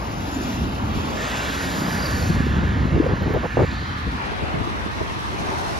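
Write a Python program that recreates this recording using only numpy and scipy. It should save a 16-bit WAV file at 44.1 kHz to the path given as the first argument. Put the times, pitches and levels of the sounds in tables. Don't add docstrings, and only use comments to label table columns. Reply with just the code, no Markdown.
import sys
import numpy as np
from scipy import signal
from scipy.fft import rfft, irfft, next_fast_len
from scipy.io import wavfile
from scipy.ndimage import uniform_filter1d, map_coordinates

SR = 44100
rng = np.random.default_rng(int(sys.argv[2]) if len(sys.argv) > 2 else 0)


def materialize(psi):
    bounded = np.clip(np.atleast_2d(psi).T, -1, 1)
    quanta = np.round(bounded * 32767).astype(np.int16)
    wavfile.write(sys.argv[1], SR, quanta)


N = 255339
T = np.arange(N) / SR


def amp(db):
    return 10 ** (np.asarray(db) / 20)


def unit(x):
    return x / np.sqrt(np.mean(x ** 2) + 1e-20)


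def along(points, hz):
    f, v = np.transpose(points)
    return np.interp(np.log(hz + 1), np.log(f + 1), v)


def curves(rows):
    s, *columns = np.transpose(rows)
    return [np.interp(T, s, column) for column in columns]


def wobble(rate):
    knots = rng.standard_normal(int(N * rate / SR) + 4)
    coarse_t = T[::16]
    return np.interp(T, coarse_t, map_coordinates(knots, [coarse_t * rate]))


def filtered(x, response):
    size = next_fast_len(N + 8192)
    return irfft(rfft(x, size) * response(np.fft.rfftfreq(size, 1 / SR)), size)[..., :N]


def noise(spectrum, steady_s=0.094):
    pair = filtered(rng.standard_normal((2, N)), lambda hz: amp(along(spectrum, hz)))
    size = int(steady_s * SR)
    power = uniform_filter1d(uniform_filter1d(pair ** 2, size=size), size=size)
    return unit(pair / np.sqrt(np.abs(power) + 1e-20))


def band(hz, width_hz):
    phase = 2 * np.pi * np.cumsum(hz * np.ones(N)) / SR
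    return unit(wobble(width_hz) * np.cos(phase) + wobble(width_hz) * np.sin(phase))


def beats(at_s, rate_hz, half_s):
    offset = ((T - at_s) * rate_hz + .5) % 1 - .5
    return np.exp(-(offset / rate_hz / half_s) ** 2)


def stereo(pair, side_db):
    side = pair[1] * amp(side_db)
    return np.array([pair[0] + side, pair[0] - side])


SPREAD_AT_S = (4.24, 4.28)
# (dB before, dB after)
RUMBLE_WIDTH, FLUTTER_WIDTH, FLAP_WIDTH = (-16, 0), (-8, -1.2), (-5.5, 4.5)


def spread(pair, width):
    return stereo(pair, np.interp(T, SPREAD_AT_S, width))


# time_s, level_db
WIND_STRENGTH = [(0, -31), (1.85, -33.5), (2.15, -24.5), (2.6, -21), (2.93, -22.5), (3.03, -27),
                 (3.75, -28), (4.3, -35.5), (5.79, -34.5)]
# centre_s, half_length_s, rumble_change_db, flutter_and_flapping_change_db
SHORT_WIND_CHANGES = [(0.624, 0.055, 7, 8), (0.942, 0.14, 7.5, 7.5), (1.098, 0.1, -4.5, 5),
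                      (1.817, 0.089, -6, 8.5), (2.422, 0.09, 0, 1.5), (3.5, 0.055, -3.5, -1),
                      (4.09, 0.047, 7, 2.5), (4.6, 0.16, 3, 0)]
# freq_hz, relative_level_db (per Hz)
RUMBLE_COLOUR = [(33, -19), (58, 0), (85, -2.5), (130, -8.5), (200, -13.5), (400, -26), (1000, -100)]
FLUTTER_COLOUR = [(60, -7.5), (130, -2), (190, 0.5), (260, -1), (400, -15.5), (650, -22.5), (1500, -37),
                  (4000, -110)]
SOFT_FLAP_COLOUR = [(100, -67), (280, 5), (450, 4.5), (620, -3), (900, -38), (1500, -34), (5000, -81)]
BREEZE_DB = -36
FLUTTER_DB, FLUTTER_GROWS = -40, 0.82
FLAPPING_DB, FLAPPING_GROWS = -49, 0.42


def wind():
    wind_db, = curves(WIND_STRENGTH)
    low_db, high_db = 0, 0
    for s, half_s, low, high in SHORT_WIND_CHANGES:
        bell = np.exp(-((T - s) / half_s) ** 2)
        low_db = low_db + bell * low
        high_db = high_db + bell * high
    force_db = wind_db - BREEZE_DB
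    flutter_db = FLUTTER_DB + FLUTTER_GROWS * force_db + high_db
    flapping_db = FLAPPING_DB + FLAPPING_GROWS * force_db + high_db

    lumps = wobble(28)
    rumble = amp(wind_db + low_db) * unit(noise(RUMBLE_COLOUR) * amp(0.5 * lumps))
    flutter_lumps = amp(2.0 * lumps + 3.0 * wobble(90))
    flutter = amp(flutter_db) * unit(noise(FLUTTER_COLOUR) * flutter_lumps)
    flapping_lumps = amp(2 * lumps + 1.7 * wobble(120))
    flapping = amp(flapping_db) * unit(noise(SOFT_FLAP_COLOUR) * flapping_lumps)
    return spread(rumble, RUMBLE_WIDTH) + spread(flutter, FLUTTER_WIDTH) + spread(flapping, FLAP_WIDTH)


# start_s, hold_s, level_db (before the speed losses), air_speed (0-1)
PORT_EDDIES = [(2.919, 0.039, -19.5, 0), (2.953, 0.023, -17.5, 0.38), (3.028, 0.026, -23.5, 0.74),
               (3.089, 0.046, -21.5, 0.64), (3.209, 0.026, -23, 0.67), (3.259, 0.02, -23.5, 0.84),
               (3.293, 0.025, -23.5, 0.7), (3.336, 0.038, -22, 0.9), (3.431, 0.028, -25, 0.97),
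               (3.572, 0.0083, -20.5, 0.99), (3.59, 0.018, -17, 0.95), (3.616, 0.026, -17.5, 0.71),
               (4.066, 0.015, -27, 0.2), (4.421, 0.019, -26.5, 0.5), (4.537, 0.077, -28, 0.55),
               (5.006, 0.0074, -26.5, 0.88)]
# freq_hz, relative_level_db (per Hz)
THUMP_COLOUR = [(22, -22), (40, -6), (70, 6), (150, 8.5), (230, -2), (330, -6), (600, -46), (2000, -87)]
HARD_FLAP_COLOUR = [(100, -34), (300, 2.5), (560, 3.5), (930, -2.5), (1300, -11), (4000, -44), (12000, -73)]
THUMP_LOSS_DB, FLAP_LOSS_DB = 2, 16


def eddies(rise=0.0026, crackle_db=2.5):
    thump, soft, hard = np.zeros((3, N))
    for s, hold_s, db, speed in PORT_EDDIES:
        fast = np.clip(speed, 0, 1)
        bright = fast ** 2
        onset = np.clip((T - s) / rise, 0, 1)
        release = np.clip((T - s - hold_s) / rise - 1, 0, 40)
        age = onset + release
        power = (amp(db) * age * np.exp(1 - age)) ** 2
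        thump += power * amp(-THUMP_LOSS_DB * fast) ** 2
        flap = power * amp(-FLAP_LOSS_DB * (1 - fast)) ** 2
        soft += flap * (1 - bright)
        hard += flap * bright
    thumps = np.sqrt(thump) * noise(THUMP_COLOUR)
    air = np.sqrt(soft) * noise(SOFT_FLAP_COLOUR) + np.sqrt(hard) * noise(HARD_FLAP_COLOUR)
    crackle = unit(amp(crackle_db * np.tanh(wobble(260))))
    flaps = amp(-0.3) * air * crackle
    return spread(thumps, FLUTTER_WIDTH) + spread(flaps, FLAP_WIDTH)


# peak_s, level_db (mid signal), pitch_hz, half_length_s
VORTEX_SLAPS = [(0.977, -10.5, 151, 0.0024), (2.305, -11, 176, 0.007), (2.406, -10.5, 220, 0.0035),
                (2.469, -10.5, 270, 0.0019), (2.588, -17, 203, 0.0059), (2.81, -15.5, 70, 0.012),
                (2.856, -12, 220, 0.0043), (2.965, -14, 400, 0.0022), (2.982, -13.5, 328, 0.0039),
                (3.002, -6, 324, 0.0023), (3.008, -9.5, 322, 0.0046), (3.027, -20, 450, 0.0036),
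                (3.067, -13.5, 503, 0.0054), (3.269, -19, 300, 0.0022), (3.347, -15, 403, 0.0048),
                (3.366, -15, 545, 0.003), (3.454, -25, 520, 0.0023), (3.572, -4.5, 500, 0.00092),
                (3.593, -11, 514, 0.0017), (3.62, -11, 400, 0.0025), (3.638, -12.5, 330, 0.0024),
                (4.079, -18, 200, 0.0044), (4.152, -23, 180, 0.0054), (4.322, -25.5, 398, 0.0038),
                (4.426, -22, 480, 0.0016), (4.612, -24, 128, 0.012), (4.676, -22.5, 340, 0.004),
                (4.864, -18.5, 250, 0.0021), (2.44, -21, 300, 0.003)]


def slaps(scatter=0.66):
    out = np.zeros((2, N))
    turns = rng.uniform(0, 2 * np.pi, (len(VORTEX_SLAPS), 2))
    for (s, db, hz, half_s), (turn, side_turn) in zip(VORTEX_SLAPS, turns):
        swell = amp(db) * np.exp(-((T - s) / half_s) ** 2)
        phase = 2 * np.pi * hz * (T - s) + scatter * wobble(400)
        out += swell * np.cos([phase + turn, phase + side_turn])
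    return spread(out, FLUTTER_WIDTH)


# peak_s, level_db, pitch_hz
SHARP_TICKS = [(3.228, -47, 13500), (3.339, -47, 13680), (4.855, -45, 10100)]


def ticks(life=0.0013):
    out = 0
    for s, db, hz in SHARP_TICKS:
        envelope = np.exp(-np.minimum(np.abs(T - s) / life, 20))
        out = out + amp(db) * envelope * band(hz, width_hz=2400)
    return out


# peak_s, level_db (before panning), pitch_hz
BRAKE_CHIRPS = [(0.345, -42.5, 7020), (0.45, -40, 6920)]
CHAIN_AT_S, CHAIN_HALF_S, CHAIN_DB = 2.085, 0.21, -38.5
CLINK_AT_S, CLINKS_PER_S = 3.1, 29.8
CHAIN_HZ, CHAIN_SAG_HZ_PER_S = 4660, 860
CHAIN_SUSTAIN = 0.22


def squeals(clink_s=0.0032, rebound_s=0.009, rebound=0.55, uneven_db=2.0, rough=1.1):
    age = T - CHAIN_AT_S
    chain_hz = CHAIN_HZ - CHAIN_SAG_HZ_PER_S * age
    phase = 2 * np.pi * np.cumsum(chain_hz) / SR + rough * wobble(360)
    strikes = beats(CLINK_AT_S, CLINKS_PER_S, clink_s)
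    rebounds = rebound * beats(CLINK_AT_S + rebound_s, CLINKS_PER_S, clink_s)
    clinks = CHAIN_SUSTAIN + strikes + rebounds
    ring = unit(np.cos(phase) * clinks * amp(uneven_db * wobble(40)))
    chain = amp(CHAIN_DB) * np.exp(-(age / CHAIN_HALF_S) ** 2) * ring

    chirps = 0
    for s, db, hz in BRAKE_CHIRPS:
        swell = np.exp(-((T - s) / 0.026) ** 2)
        chirps = chirps + amp(db) * swell * band(hz, width_hz=220)
    return chain + chirps * np.array([[.9], [.6]])


# loudest_s, level_db (before firing pulses and panning), firing_hz,
# silencer_hz (when loudest), half_s (time after which the amplitude halves)
PASSING_BIKES = [(0.327, -23.5, 23.65, 273.4, 0.448), (1.82, -21.5, 30.8, 204.1, 0.539)]
BIKE_FRONT_SCREEN = 14.4
BIKE_PITCH_FALL = 0.14


def bikes(puff_s=0.0054, between=0.34, uneven_db=2.5, rough=1.0):
    out = np.zeros((2, N))
    for s, db, firing_hz, pipe_hz, half_s in PASSING_BIKES:
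        away = (T - s) / half_s
        hz = pipe_hz * (1 - BIKE_PITCH_FALL * np.tanh(2 * away))
        pipe = np.cos(2 * np.pi * np.cumsum(hz) / SR + rough * wobble(150))
        pan_db = np.outer([.5, -.5], 1 - np.tanh(away))
        level = amp(db + uneven_db * wobble(25.1) - pan_db)
        near = 1 / (1 + np.where(away < 0, away * BIKE_FRONT_SCREEN, away) ** 2)
        puffs = between + beats(s, firing_hz, puff_s)
        out += level * near * puffs * pipe
    return out


# nearest_s, level_db (when nearest, before unevenness), firing_hz, distance_m
PASSING_ENGINES = [(0.485, -35, 92.6, 3.2), (1.048, -39.5, 105.4, 5.16), (1.639, -32.5, 91.9, 2.52),
                   (1.878, -36.5, 95.6, 2.15), (2.198, -34, 57.53, 4.1)]
# freq_hz, relative_level_db
EXHAUST_COLOUR = [(30, 11), (70, 6.5), (150, 2), (250, 14.5), (400, -6.5), (900, -39), (2000, -32)]
# freq_hz, relative_level_db (per Hz)
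DRONE_COLOUR = [(25, -24), (65, 20), (150, -7), (330, 18), (450, -24), (700, -50), (1500, -78)]


def engines(speed=15, unsteady=0.0249, count=10):
    out = amp(-43.5) * stereo(noise(DRONE_COLOUR), side_db=-21)
    for s, db, firing_hz, distance in PASSING_ENGINES:
        ahead = speed * (T - s)
        r = np.hypot(ahead, distance)
        heard = T - r / 343
        phase = 2 * np.pi * firing_hz * (heard + unsteady * np.cumsum(wobble(30)) / SR)
        note = 0
        for k in range(1, count + 1):
            harmonic = np.sin(k * phase + rng.uniform(0, 2 * np.pi))
            note = note + amp(along(EXHAUST_COLOUR, k * firing_hz)) * harmonic
        screened = (distance / r) ** 2.0
        pan_db = np.outer([1, -1], 1.8 * ahead / r)
        out += amp(db + 0.94 * wobble(38.7) + pan_db) * screened * unit(note)
    return out


# time_s, aimed_share (0-1), open_share (0-1)
PICKUP_PATTERN = [(0, 0.17, 0), (1.165, 0, 0), (1.19, 0.99, 0), (3.72, 1, 0), (4.25, 0.02, 0.8)]
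# nearest_s, roar_db, tread_db (both before the aim gain; tread also before its trim),
# half_s (time to halve the roar's power)
ROLLING_CARS = [(0.5, -41.5, -51, 0.1), (1.35, -38.5, -37.5, 0.28), (1.98, -38, -45.5, 0.5),
                (3.67, -62, -48.5, 0.13), (4.33, -38.5, -54, 0.35), (5.65, -35.5, -45.5, 0.34)]
# alongside_s, stay_s, level_db (before flicker)
CLOSE_HISS = [(0.38, .17, -54), (1.58, .66, -48.5), (5.62, .2, -57)]
STREAM_DB, STREAM_HISS_DB = -40.5, -65
AIMED_GAIN_DB = 2.5
APPROACH_DB_PER_S, LEAVE_DB_PER_S = 13.5, 61


def traffic_levels():
    roar, tread, hiss = amp(STREAM_DB) ** 2, 0, amp(STREAM_HISS_DB) ** 2
    for s, roar_db, tread_db, half_s in ROLLING_CARS:
        near = 1 / (1 + ((T - s) / half_s) ** 2)
        roar = roar + amp(roar_db) ** 2 * near
        tread = tread + (amp(tread_db) * near) ** 2
    for s, stay_s, db in CLOSE_HISS:
        approach_db = APPROACH_DB_PER_S * np.maximum(s - T, 0)
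        leave_db = LEAVE_DB_PER_S * np.maximum(T - s - stay_s, 0)
        hiss = hiss + amp(db - approach_db - leave_db) ** 2
    aim = amp(AIMED_GAIN_DB * np.clip(curves(PICKUP_PATTERN)[0], 0, 1))
    return aim * np.sqrt(roar), aim * np.sqrt(tread), np.sqrt(hiss)


def wash(spectrum, core, width, lead, facing):
    size = next_fast_len(N)
    hz = np.fft.rfftfreq(size, 1 / SR)
    mid, other = rfft(rng.standard_normal((2, size))) * amp(along(spectrum, hz))
    in_core = (hz > core[0]) & (hz < core[1])
    core_rms = np.sqrt(2) * np.linalg.norm(mid[in_core]) / size
    ahead = np.clip(lead(hz), -.95, .95)
    wide = amp(along(width, hz))
    direct = 1j * ahead * wide * mid
    diffuse = np.sqrt(1 - ahead ** 2) * wide * other
    mid, direct, diffuse = irfft([mid, direct, diffuse], size)[:, :N]
    return stereo([mid, facing * direct + diffuse], 0) / core_rms


def patchy(x, depth_db, size=1024):
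    z = signal.stft(x, nperseg=size)[2]
    field = rng.standard_normal(z.shape[1:])
    field = uniform_filter1d(uniform_filter1d(field, size=5, axis=0), size=12, axis=1)
    return signal.istft(z * amp(depth_db * unit(field)), nperseg=size)[1][:, :N]


# freq_hz, relative_level_db (per Hz)
ROAR_NORMAL_COLOUR = [(150, 1), (400, 2), (650, 1), (930, 2.5), (1400, -3.5), (2000, -6.5), (2700, -6.5),
                      (4200, -16), (6000, -44), (12000, -106)]
ROAR_AIMED_COLOUR = [(150, -7.5), (450, -0.5), (750, -1.5), (1150, -1.5), (1330, -3), (1600, 0), (1650, -5),
                     (1690, 2.8), (1820, 0.5), (2000, -4), (3200, -10.5), (4200, -15), (6500, -25.5),
                     (12000, -98)]
ROAR_OPEN_COLOUR = [(150, -28), (370, 4.5), (520, -2.5), (800, 0.5), (1150, -1), (1400, -4.5), (1900, -5),
                    (2500, -6), (3100, -13.5), (4200, -15.5), (6000, -27.5), (12000, -73)]
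# freq_hz, relative_level_db (per Hz)
HISS_COLOUR = [(1200, -20), (3000, 5.5), (5000, 11), (7200, 3.5), (8400, -31.5), (10000, 2.5),
               (13000, -2.5), (14600, -8)]
HISS_OPEN_COLOUR = [(1200, -20), (3000, 16), (4400, 13.5), (6000, 14), (7200, 4), (9800, 5), (12500, -2.5),
                    (14600, -11)]
TREAD_COLOUR = [(150, -1), (450, 8.5), (900, 8), (1500, -3.5), (2600, 4), (3900, 2.5), (5500, -9.5),
                (7500, -9), (12000, -127)]
# freq_hz, side_minus_mid_db
NORMAL_WIDTH = [(400, -2.5), (700, 0), (1500, 6), (2300, -9), (3000, 2), (4200, -5.5), (7000, 3.5),
                (12000, -3.5)]
AIMED_WIDTH = [(400, -3), (700, -2.5), (1500, 5), (1800, -3.5), (2500, -11.5), (4500, -36), (6000, -5.5),
               (7500, 10), (12000, -5.5)]
OPEN_WIDTH = [(400, -0.5), (700, 3), (1400, 7), (2000, 3), (2600, -2.5), (3500, 3.5), (4200, 0.5),
              (12000, -2.5)]
# freq_hz, left_lead (-1 to 1, limited to 0.95)
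NARROW_LEAD = [(200, 0), (650, -0.67), (1100, -.4), (1500, -0.7), (2000, -0.73), (3000, -0.4), (4500, -.2),
               (6500, 0.98), (9500, -.6), (12000, 0)]
# time_s, lean (right -1, left 1)
TRAFFIC_LEAN = [(0, 0.83), (0.9, 0.56), (1.6, 0.37), (3.6, 0.061), (4.3, 0.98), (4.85, 0.72), (5.1, 0.69),
                (5.79, 0.48)]
# freq_hz, left_minus_right_db
CHANNEL_LEAN = [(300, -5.5), (680, 1.5), (1250, -4), (2300, -4), (4300, -1.5), (10000, -2.5)]


def tyres(port_delay=0.00027, direct=0.25, swing_db=2.4):
    roar_gain, tread_gain, hiss_gain = traffic_levels()
    lean, = curves(TRAFFIC_LEAN)
    roar = roar_gain * amp(0.22 * wobble(13))
    hiss = hiss_gain * amp(-0.57 + 1.06 * wobble(45) + 0.89 * wobble(220))
    aimed, opened = np.clip(curves(PICKUP_PATTERN), 0, 1)
    normal = np.clip(1 - aimed - opened, 0, 1)

    def narrow(hz):
        return along(NARROW_LEAD, hz)

    def spaced(hz):
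        return direct * np.sin(2 * np.pi * hz * port_delay)

    pickups = [(normal, ROAR_NORMAL_COLOUR, HISS_COLOUR, (NORMAL_WIDTH, narrow, 1)),
               (aimed, ROAR_AIMED_COLOUR, HISS_COLOUR, (AIMED_WIDTH, narrow, 1)),
               (opened, ROAR_OPEN_COLOUR, HISS_OPEN_COLOUR, (OPEN_WIDTH, spaced, lean))]
    roar_band, tread_band, hiss_band = (900, 2800), (2500, 4300), (9800, 14000)
    out = amp(-3.0) * tread_gain * wash(TREAD_COLOUR, tread_band, AIMED_WIDTH, narrow, 0.46)
    for share, low, high, image in pickups:
        low_wash = roar * wash(low, roar_band, *image)
        high_wash = hiss * wash(high, hiss_band, *image)
        out = out + np.sqrt(share) * (low_wash + high_wash)
    out = patchy(out, depth_db=1.67) * amp(np.outer([1, -1], swing_db * lean))
    return filtered(out, lambda hz: amp(np.outer([.5, -.5], along(CHANNEL_LEAN, hz))))


# centre_s, half_length_s, change_db, centre_hz, half_width_octaves
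BAND_DIPS = [(3.8, 0.43, -11, 460, 0.88), (4.92, 0.023, -9, 300, 0.72), (5.22, 0.13, -5.5, 470, 0.78),
             (5.68, 0.26, -3, 2400, 1), (3.8, 0.13, 7, 4300, 0.21)]


def dipped(x):
    for s, half_s, db, centre_hz, octaves in BAND_DIPS:
        gain = amp(db * np.exp(-((T - s) / half_s) ** 2))
        part = filtered(x, lambda hz: np.exp(-(np.log2((hz + 1) / centre_hz) / octaves) ** 2))
        x = x + (gain - 1) * part
    return x


def scene():
    on_ports = wind() + eddies() + slaps()
    traffic = dipped(engines() + tyres())
    return on_ports + ticks() + squeals() + bikes() + traffic


LOW_CUT_HZ, TOP_HZ = 36, 14600


def record(dry):
    def response(hz):
        low_cut = 1 / np.sqrt(1 + (LOW_CUT_HZ / (hz + 1)) ** 8)
        return low_cut * (hz < TOP_HZ)
    return filtered(dry, response)


dry = scene()
out = record(dry)
materialize(out)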